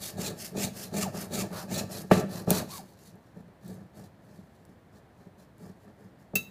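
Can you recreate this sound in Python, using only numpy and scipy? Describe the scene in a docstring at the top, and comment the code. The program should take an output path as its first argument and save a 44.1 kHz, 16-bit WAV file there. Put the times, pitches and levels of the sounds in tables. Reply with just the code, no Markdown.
"""A jeweller's saw cuts a small metal piece held in pliers against a wooden bench pin.
Each tooth tears a chip, so friction pulses at the tooth rate, rasping and driving the bench's modes.
There are seven cutting strokes and their lighter returns; the blade jams twice with a knock.
Then it is eased to and fro in the slot, until it catches and the steel frame clinks in free vibration.
A small workshop reverberates around it, over its quiet air."""
import sys
import numpy as np
from scipy import signal
from scipy.fft import rfft, irfft
from scipy.io import wavfile
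from scipy.ndimage import uniform_filter1d

SR = 44100
rng = np.random.default_rng(int(sys.argv[2]) if len(sys.argv) > 2 else 0)


def to_wav(s):
    """Save 16-bit WAV."""
    ch = np.atleast_2d(s).T  # columns
    pcm = np.round(np.clip(ch, -1, 1) * 32767)  # PCM
    wavfile.write(sys.argv[1], SR, pcm.astype(np.int16))


N = 286650


def amp(db):
    """Amplitude ratio of a level in decibels."""
    return 10 ** (np.asarray(db) / 20)


def unit(x):
    """Normalisation to rms 1."""
    return x / np.sqrt(np.mean(x ** 2) + 1e-20)


def read(points, hz):
    """Interpolation of a table on a log-frequency axis."""
    f, value = np.transpose(points)
    return np.interp(np.log(hz + 1), np.log(f + 1), value)


def add(mix, start_s, sound):
    """Superposition of a sound on the mix."""
    part = mix[round(start_s * SR):][:len(sound)]
    part += sound[:len(part)]


def colour(x, spectrum, size=4096):
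    """Minimum-phase filtering by the given spectrum."""
    log_gain = np.log(amp(read(spectrum, abs(np.fft.fftfreq(size, 1 / SR)))))
    taps = np.fft.ifft(np.exp(np.conj(signal.hilbert(log_gain)))).real[:size // 2]
    return signal.oaconvolve(x, taps)[:len(x)]


def wander(hz):
    """Random fluctuation: low-pass noise of rms 1."""
    f = np.fft.rfftfreq(N, 1 / SR)
    return unit(irfft(rfft(rng.standard_normal(N)) / (1 + (f / hz) ** 4), N))


def ring(modes):
    """Modal impulse response: damped sinusoids, neighbours in opposite phase."""
    t = np.arange(SR // 2) / SR
    return sum((-1) ** k * amp(db - 60 * t / t60) * np.sin(2 * np.pi * hz * t)
               for k, (hz, db, t60) in enumerate(modes))


def hold(phase, rise, fall):
    """Rounded envelope over a movement's phase, 0 to 1; rise and fall are shares of it."""
    attack = 1 - np.clip(1 - phase / rise, 0, 1) ** 2
    release = 1 - np.clip(1 - (1 - phase) / fall, 0, 1) ** 2
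    return attack * release


# Spectrum of the workshop's air: frequency_hz, density_db
AIR = [(15, -41.5), (30, -25), (60, -7.5), (100, -2.5), (190, -3.5), (430, -12.5), (620, -11.5),
       (850, -15.5), (1300, -22), (1750, -21.5), (2600, -31.5), (4300, -34.5), (5600, -40), (15500, -44)]

def air(level_db=-57):
    """Ambient noise: steady, and strongest in the bass."""
    return amp(level_db) * unit(colour(rng.standard_normal(N), AIR))


# Reverberation time of the workshop: frequency_hz, t60_s
WORKSHOP = [(150, 0.55), (600, .36), (3000, 0.46), (8000, .3), (15000, 0.32)]

def room(x, spacing=20):
    """Reverberation: sparse reflections of random sign, each band decaying at its own rate."""
    taps, slots = np.zeros(SR), np.arange(SR // 150, SR - spacing, spacing)
    taps[slots + rng.integers(0, spacing, len(slots))] = rng.choice([-1, 1], len(slots))
    hz, t, bands = signal.stft(taps, SR, nperseg=256)
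    tail = signal.istft(bands * amp(-60 * t / read(WORKSHOP, hz)[:, None]), SR)[1]
    return signal.fftconvolve(x, tail / np.linalg.norm(tail))[:N]


# Modes of bench and pin: frequency_hz, level_db, t60_s
BENCH_MODES = [(106.4, -11.5, 0.13), (165.1, -2, 0.091), (198.3, -1, 0.15), (245.4, -8, 0.097),
               (337.6, -3, 0.055), (400.3, -5.5, 0.084), (437.7, -6, 0.12), (558, 1.5, 0.029),
               (629.4, -1, .06), (722, -3, 0.045), (863, -1.5, 0.025), (1170, -10, 0.065), (1319, -12, .05),
               (1518, -18, .05), (1647, -17, 0.1), (1790, -15.5, 0.072), (2315, -18, 0.045),
               (2670, -23, 0.055)]
# Jolts of the catching blade: start_s, peak_db, contact_ms
KNOCKS = [(.184, -26, 2.6), (.553, -28, 1.1), (.573, -23.5, 1.1), (.938, -25.5, 0.66), (1.142, -31, 0.36),
          (1.318, -35, 0.74), (1.695, -45, .55), (2.1115, -5.5, 0.26), (2.1175, -31, .32),
          (2.181, -26, 0.53), (2.473, -18, 1.2), (2.490, -22, .66), (2.507, -15, 0.76), (3.362, -37, 2.1),
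          (3.69, -38, 2.03), (4.383, -40, 2.72), (4.686, -45.5, 3.17), (5.262, -42, 2.38),
          (5.69, -37.5, 2.2), (6.334, -27.5, 1.29), (6.355, -27, 1.05)]
# Spectrum of the rattling frame and pliers: frequency_hz, density_db
RATTLE = [(150, -25.5), (400, -8.5), (900, -11), (1500, -1.5), (2700, -5.5), (3500, -12), (7500, -16.5),
          (15000, -23)]

def knocks(rattle_db=-14, rattle_rise_s=0.00396, rattle_t60=0.15):
    """Impact excitation of the bench modes: the longer the contact, the duller the knock."""
    out, bench = np.zeros(N), ring(BENCH_MODES)
    t, ms = np.arange(SR // 5) / SR, np.arange(SR // 50) * 1000 / SR
    for start_s, db, contact_ms in KNOCKS:
        force = ms * np.exp(-4 * ms / contact_ms)
        knock = signal.fftconvolve(bench, force)
        add(out, start_s, amp(db) * knock / abs(knock).max())
        rattle = unit(colour(rng.standard_normal(len(t)), RATTLE)) * (1 - np.exp(-t / rattle_rise_s))
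        # square law: only hard blows rattle audibly
        add(out, start_s, rattle * amp(2 * db + rattle_db - 60 * t / rattle_t60))
    return out


# Snaps of a tooth: start_s, peak_db
TICKS = [(2.5056, -2.5), (2.904, -52), (3.155, -53), (3.68, -37), (3.743, -43), (4.652, -44), (5.582, -49)]
# Spectrum of a snap: frequency_hz, density_db
TICK_SPECTRUM = [(1000, -17), (3000, -14), (7000, -3.5), (10000, 1.5), (15000, -1)]

def ticks(snap_t60=0.0027, tail_db=-19, tail_t60=0.054):
    """Broadband transients: a tooth snaps past the edge of the slot and the blade fizzes briefly."""
    out, t = np.zeros(N), np.arange(SR // 8) / SR
    decay = amp(-60 * t / snap_t60) + amp(tail_db - 60 * t / tail_t60)
    for start_s, db in TICKS:
        tick = colour(rng.standard_normal(len(t)) * decay, TICK_SPECTRUM)
        add(out, start_s, amp(db) * tick / abs(tick).max())
    return out


# Modes of the steel frame and blade: frequency_hz, level_db, t60_s
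FRAME_MODES = [(1340, -33, 0.39), (2592, -6.5, 0.12), (2680, -1.5, 0.15), (2720, -21, 0.25),
               (3794, -26, 0.36), (3840, -28, 0.26), (3900, -21.5, 0.25), (4608, -22, 0.13),
               (5780, -23, 0.051), (6500, -20, 0.18), (7800, 0, 0.022), (11100, -7.5, 0.065),
               (12600, 0.5, 0.043), (13150, -14, .05), (13500, -14, 0.044), (15000, 0, 0.036)]
# Spectrum of the blade's release: frequency_hz, density_db
CRACK = [(800, -12), (3000, -8), (7500, -4), (9000, -10), (11000, -5), (12500, -11), (15000, 3)]

def clink(start_s=6.3545, crack_db=-20, crack_t60=0.1, ring_db=-19, rise_s=0.0018):
    """Free vibration: the taut blade lets go with a crack and leaves the frame ringing."""
    out, t = np.zeros(N), np.arange(SR // 2) / SR
    crack = unit(colour(rng.standard_normal(len(t)), CRACK)) * amp(crack_db - 60 * t / crack_t60)
    ringing = amp(ring_db) * ring(FRAME_MODES) * (1 - np.exp(-t / rise_s))
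    add(out, start_s, crack + ringing)
    return out


# Glides of the blade, one list a squeak: time_s, pitch_hz, level_db
SQUEAKS = [
    [(1.015, 1371, -62), (1.035, 1195, -36), (1.05, 994, -54), (1.065, 797, -35.5), (1.085, 660, -36),
     (1.1, 570, -53)],
    [(1.35, 1342, -59), (1.385, 1326, -47), (1.415, 1184, -49), (1.45, 847, -58)],
    [(2.685, 803, -58), (2.715, 1088, -56), (2.735, 1136, -47), (2.755, 1140, -46), (2.775, 1013, -63),
     (2.795, 810, -39.5), (2.815, 690, -59)],
]

def squeaks(shimmer_db=3):
    """Periodic excitation: teeth falling into step give brief, wavering tones."""
    waver = 1 + .03 * wander(hz=300)
    out, shimmer = np.zeros(N), amp(shimmer_db * wander(hz=120))
    for rows in SQUEAKS:
        times, hz, db = np.transpose(rows)
        t = np.arange(times[0], times[-1], 1 / SR)
        angle = 2 * np.pi * np.cumsum(np.interp(t, times, hz) * waver[:len(t)]) / SR
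        add(out, times[0], amp(np.interp(t, times, db)) * unit(shimmer[:len(t)] * np.sin(angle)))
    return out


# Strokes from turn to turn; at 2.062 s the blade sticks for a moment. Bite is 1 cutting, 0 sliding;
# push is the rasp's growth over the stroke; whirr is relative to the drag on the pin:
# start_s, peak_tooth_hz, bite_share, rasp_db, push_db, drag_db, whirr_db
STROKES = [(-.016, 1290, 0.26, -40, -4, -46.5, -13), (.154, 1420, 1, -38, 5, -36, -18),
           (.355, 1350, 0.12, -42.5, -4, -47, -17), (.531, 1310, 1, -34.5, 18, -35.5, -22),
           (.715, 1400, 0.2, -43, 15, -44.5, -14), (0.908, 1410, 1, -36.5, 8.5, -33.5, -21),
           (1.114, 1390, 0.12, -42.5, 8, -39, -12), (1.293, 1410, 1, -37, -4, -35.5, -22),
           (1.492, 1100, 0, -44.5, 15, -41, -4), (1.674, 1330, 1, -37, 7, -35, -20),
           (1.872, 1300, 0, -44, 6.5, -41.5, -16), (2.062, 307, 0.18, -68, 9, -50, -27),
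           (2.095, 1160, .86, -43.5, -15.5, -30.5, -19), (2.272, 846, 0.018, -46, 9, -40, -10),
           (2.459, 1150, 0.55, -36, 2, -32, -10.5), (2.664, 1110, 0.31, -44.5, 3, -49.5, -5.5)]

def stroke(end_s=2.845):
    """Reciprocating motion: the phase of the current stroke and its columns, per sample."""
    rows = np.array(STROKES)
    progress = np.interp(np.arange(N) / SR, np.append(rows[:, 0], end_s), np.arange(len(rows) + 1))
    k = np.minimum(progress.astype(int), len(rows) - 1)
    return progress - k, rows[k].T


def blade(creep_hz=259.4):
    """Tooth rate is proportional to speed, down to a wavering creep; bite and whirr gain come with it."""
    phase, (_, peak_hz, bite, _, _, _, whirr_db) = stroke()
    speed = abs(np.sin(np.pi * phase)) ** .7
    tooth_hz = np.maximum(peak_hz * speed, creep_hz * amp(2.5 * wander(hz=8)))
    return tooth_hz, uniform_filter1d(bite, size=600), amp(whirr_db) * speed


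# Nudges of the blade to and fro in the slot: start_s, length_s, rasp_db, drag_db
NUDGES = [(2.8, .2, -65.5, -54), (2.93, 0.24, -59.5, -58), (3.107, 0.11, -78, -51.5),
          (3.152, 0.22, -74, -66), (3.321, 0.13, -72, -47.5), (3.444, 0.079, -79, -53),
          (3.59, 0.22, -59.5, -45), (3.631, 0.29, -71.5, -47), (3.919, 0.16, -60, -45.5),
          (4.015, 0.088, -65, -50), (4.164, 0.37, -69, -52.5), (4.414, 0.32, -76, -75),
          (4.649, 0.13, -75.5, -60), (4.905, 0.12, -67.5, -53), (5.13, 0.2, -74, -55),
          (5.364, 0.11, -65, -52.5), (5.55, 0.21, -63.5, -46), (5.719, .25, -74, -60.5),
          (5.83, .11, -82, -49), (5.939, 0.2, -73, -50), (6.163, 0.11, -71.5, -57.5)]

def friction(dig_phase=0.599, dig_db=5, let_up_db=-31.5, rasp_dip_db=-38, rasp_floor_db=-70,
             drag_turn_db=-44.5, drag_ease_db=-3):
    """Sliding friction swells once in each stroke or nudge: gains of the rasp and of the drag."""
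    phase, (_, _, bite, rasp_db, push_db, drag_db, _) = stroke()
    # late in a cut the teeth dig in for a moment, then the hand lets up
    hand_db = dig_db * np.exp(-((phase - dig_phase) / 0.057) ** 2)
    hand_db += let_up_db * np.maximum(phase - dig_phase, 0)
    turn_db = rasp_dip_db * (1 - hold(phase, rise=0.31, fall=0.46))
    rasp_gain = amp(rasp_db + push_db * (phase - .5) + bite * hand_db + turn_db) + amp(rasp_floor_db)
    # the drag sets in sooner, lasts longer and eases as the stroke runs on
    swell_db = drag_db + drag_ease_db * (phase - .5) - drag_turn_db
    drag_gain = amp(drag_turn_db + swell_db * hold(phase, rise=.24, fall=0.22))
    stroke_gains = uniform_filter1d(np.array([rasp_gain, drag_gain]) * (phase < 1), size=300)
    t = np.arange(N) / SR
    swells = np.array([hold((t - start) / length, rise=0.49, fall=.57) ** 2
                       for start, length, _, _ in NUDGES])
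    nudge_gains = amp(np.array(NUDGES)[:, 2:]).T
    return np.sqrt(stroke_gains ** 2 + nudge_gains ** 2 @ swells ** 2)  # powers add


# Force spectra of creeping and of racing teeth: frequency_hz, density_db
SLOW_DRAG = [(25, -11.5), (90, 10.5), (170, 2.5), (260, -3), (450, -5), (700, -8.5), (1100, -14),
             (1800, -5.5), (3000, -19), (6000, -38.5)]
FAST_DRAG = [(25, -9), (90, 8.5), (170, -0.5), (260, -0.5), (450, -3), (750, -3), (1100, -7.5),
             (1800, -2.5), (3000, -11.5), (6000, -31)]

def rumble(tearing, tooth_hz, lump_db=1.5, racing_hz=1100):
    """Forced vibration: uneven drag drives the bench through the pin, brighter at speed."""
    force = tearing * rng.standard_normal(N) * amp(lump_db * wander(hz=49.3))
    shake = signal.oaconvolve(force, ring(BENCH_MODES))[:N]
    fast = np.clip(tooth_hz / racing_hz, 0, 1)
    return (1 - fast) * unit(colour(shake, SLOW_DRAG)) + fast * unit(colour(shake, FAST_DRAG))


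def whirr(teeth, chip, smear_cycles=.3):
    """Tooth-passing tone: two harmonics, roughened by phase noise and chip size."""
    angle = 2 * np.pi * (teeth + smear_cycles * wander(hz=352))
    return unit(chip * (np.sin(angle) + 0.26 * np.sin(2 * angle)))


def flutter(grains, share=0.51, t60=0.047, size=1024):
    """Dense resonance: the steel answers each grain with a short ring that shifts as the blade slides."""
    tails = rng.standard_normal((2, size)) * amp(-60 * np.arange(size) / SR / t60)
    a, b = (signal.oaconvolve(grains, tail / np.linalg.norm(tail))[:N] for tail in tails)
    shift = 2 * np.pi * wander(hz=1.5)
    return grains + share * (np.cos(shift) * a + np.sin(shift) * b)


# Rasp spectra of cutting and of sliding teeth: frequency_hz, density_db
CUTTING = [(500, -36.5), (1100, -20), (1900, -6), (2550, 0), (3100, -6.5), (4100, 2), (5200, -3), (7200, 2),
           (8600, -5), (11000, -4), (12400, -8.5), (13300, -5), (15200, -9)]
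SLIDING = [(500, -20), (1100, -13), (1800, -2.5), (2300, -5.5), (3300, -5), (4300, 2), (7000, -1),
           (9000, -3.5), (10500, -1), (11800, 1.5), (12500, -5), (15200, -7)]

def rasp(tearing, bite, judder_db=1.5):
    """Amplitude-modulated noise: a burst of grit for each tooth, coloured by the bite."""
    grains = flutter(tearing * rng.standard_normal(N) * amp(judder_db * wander(hz=70)))
    return bite * unit(colour(grains, CUTTING)) + (1 - bite) * unit(colour(grains, SLIDING))


def sawing(jitter=.11, chip_db=2.0, steady_grit=0.48, decay_cycles=0.38):
    """Quasi-periodic excitation: each tooth tears a chip, rasping in the air and tugging the bench."""
    tooth_hz, bite, whirr_gain = blade()
    teeth = np.cumsum(tooth_hz * np.exp(jitter * wander(hz=300.5))) / SR  # count of teeth passed
    chip = amp(chip_db * np.clip(rng.standard_normal(N), -2, 2))[teeth.astype(int)]
    tearing = unit(chip * (steady_grit + np.exp(-(teeth % 1) / decay_cycles)))
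    grit = rasp(tearing, bite)
    drag = rumble(tearing, tooth_hz) + whirr_gain * whirr(teeth, chip)
    rasp_gain, drag_gain = friction()
    return rasp_gain * grit + drag_gain * drag


def scene():
    """Superposition of direct sound, reverberation and ambient noise, in mono."""
    saw, wood, steel = sawing() + squeaks(), knocks(), ticks() + clink()
    echo = room(amp(-14.0) * saw + amp(-10.0) * wood + amp(-15.5) * steel)
    return (saw + wood + steel + echo + air())[None]


def record(dry, cutoff_hz=15450):
    """Band limiting by a linear-phase low-pass filter."""
    lowpass = signal.firwin(401, cutoff_hz, window=("kaiser", 8), fs=SR)
    return signal.oaconvolve(dry, lowpass[None], "same")


dry = scene()
out = record(dry)
to_wav(out)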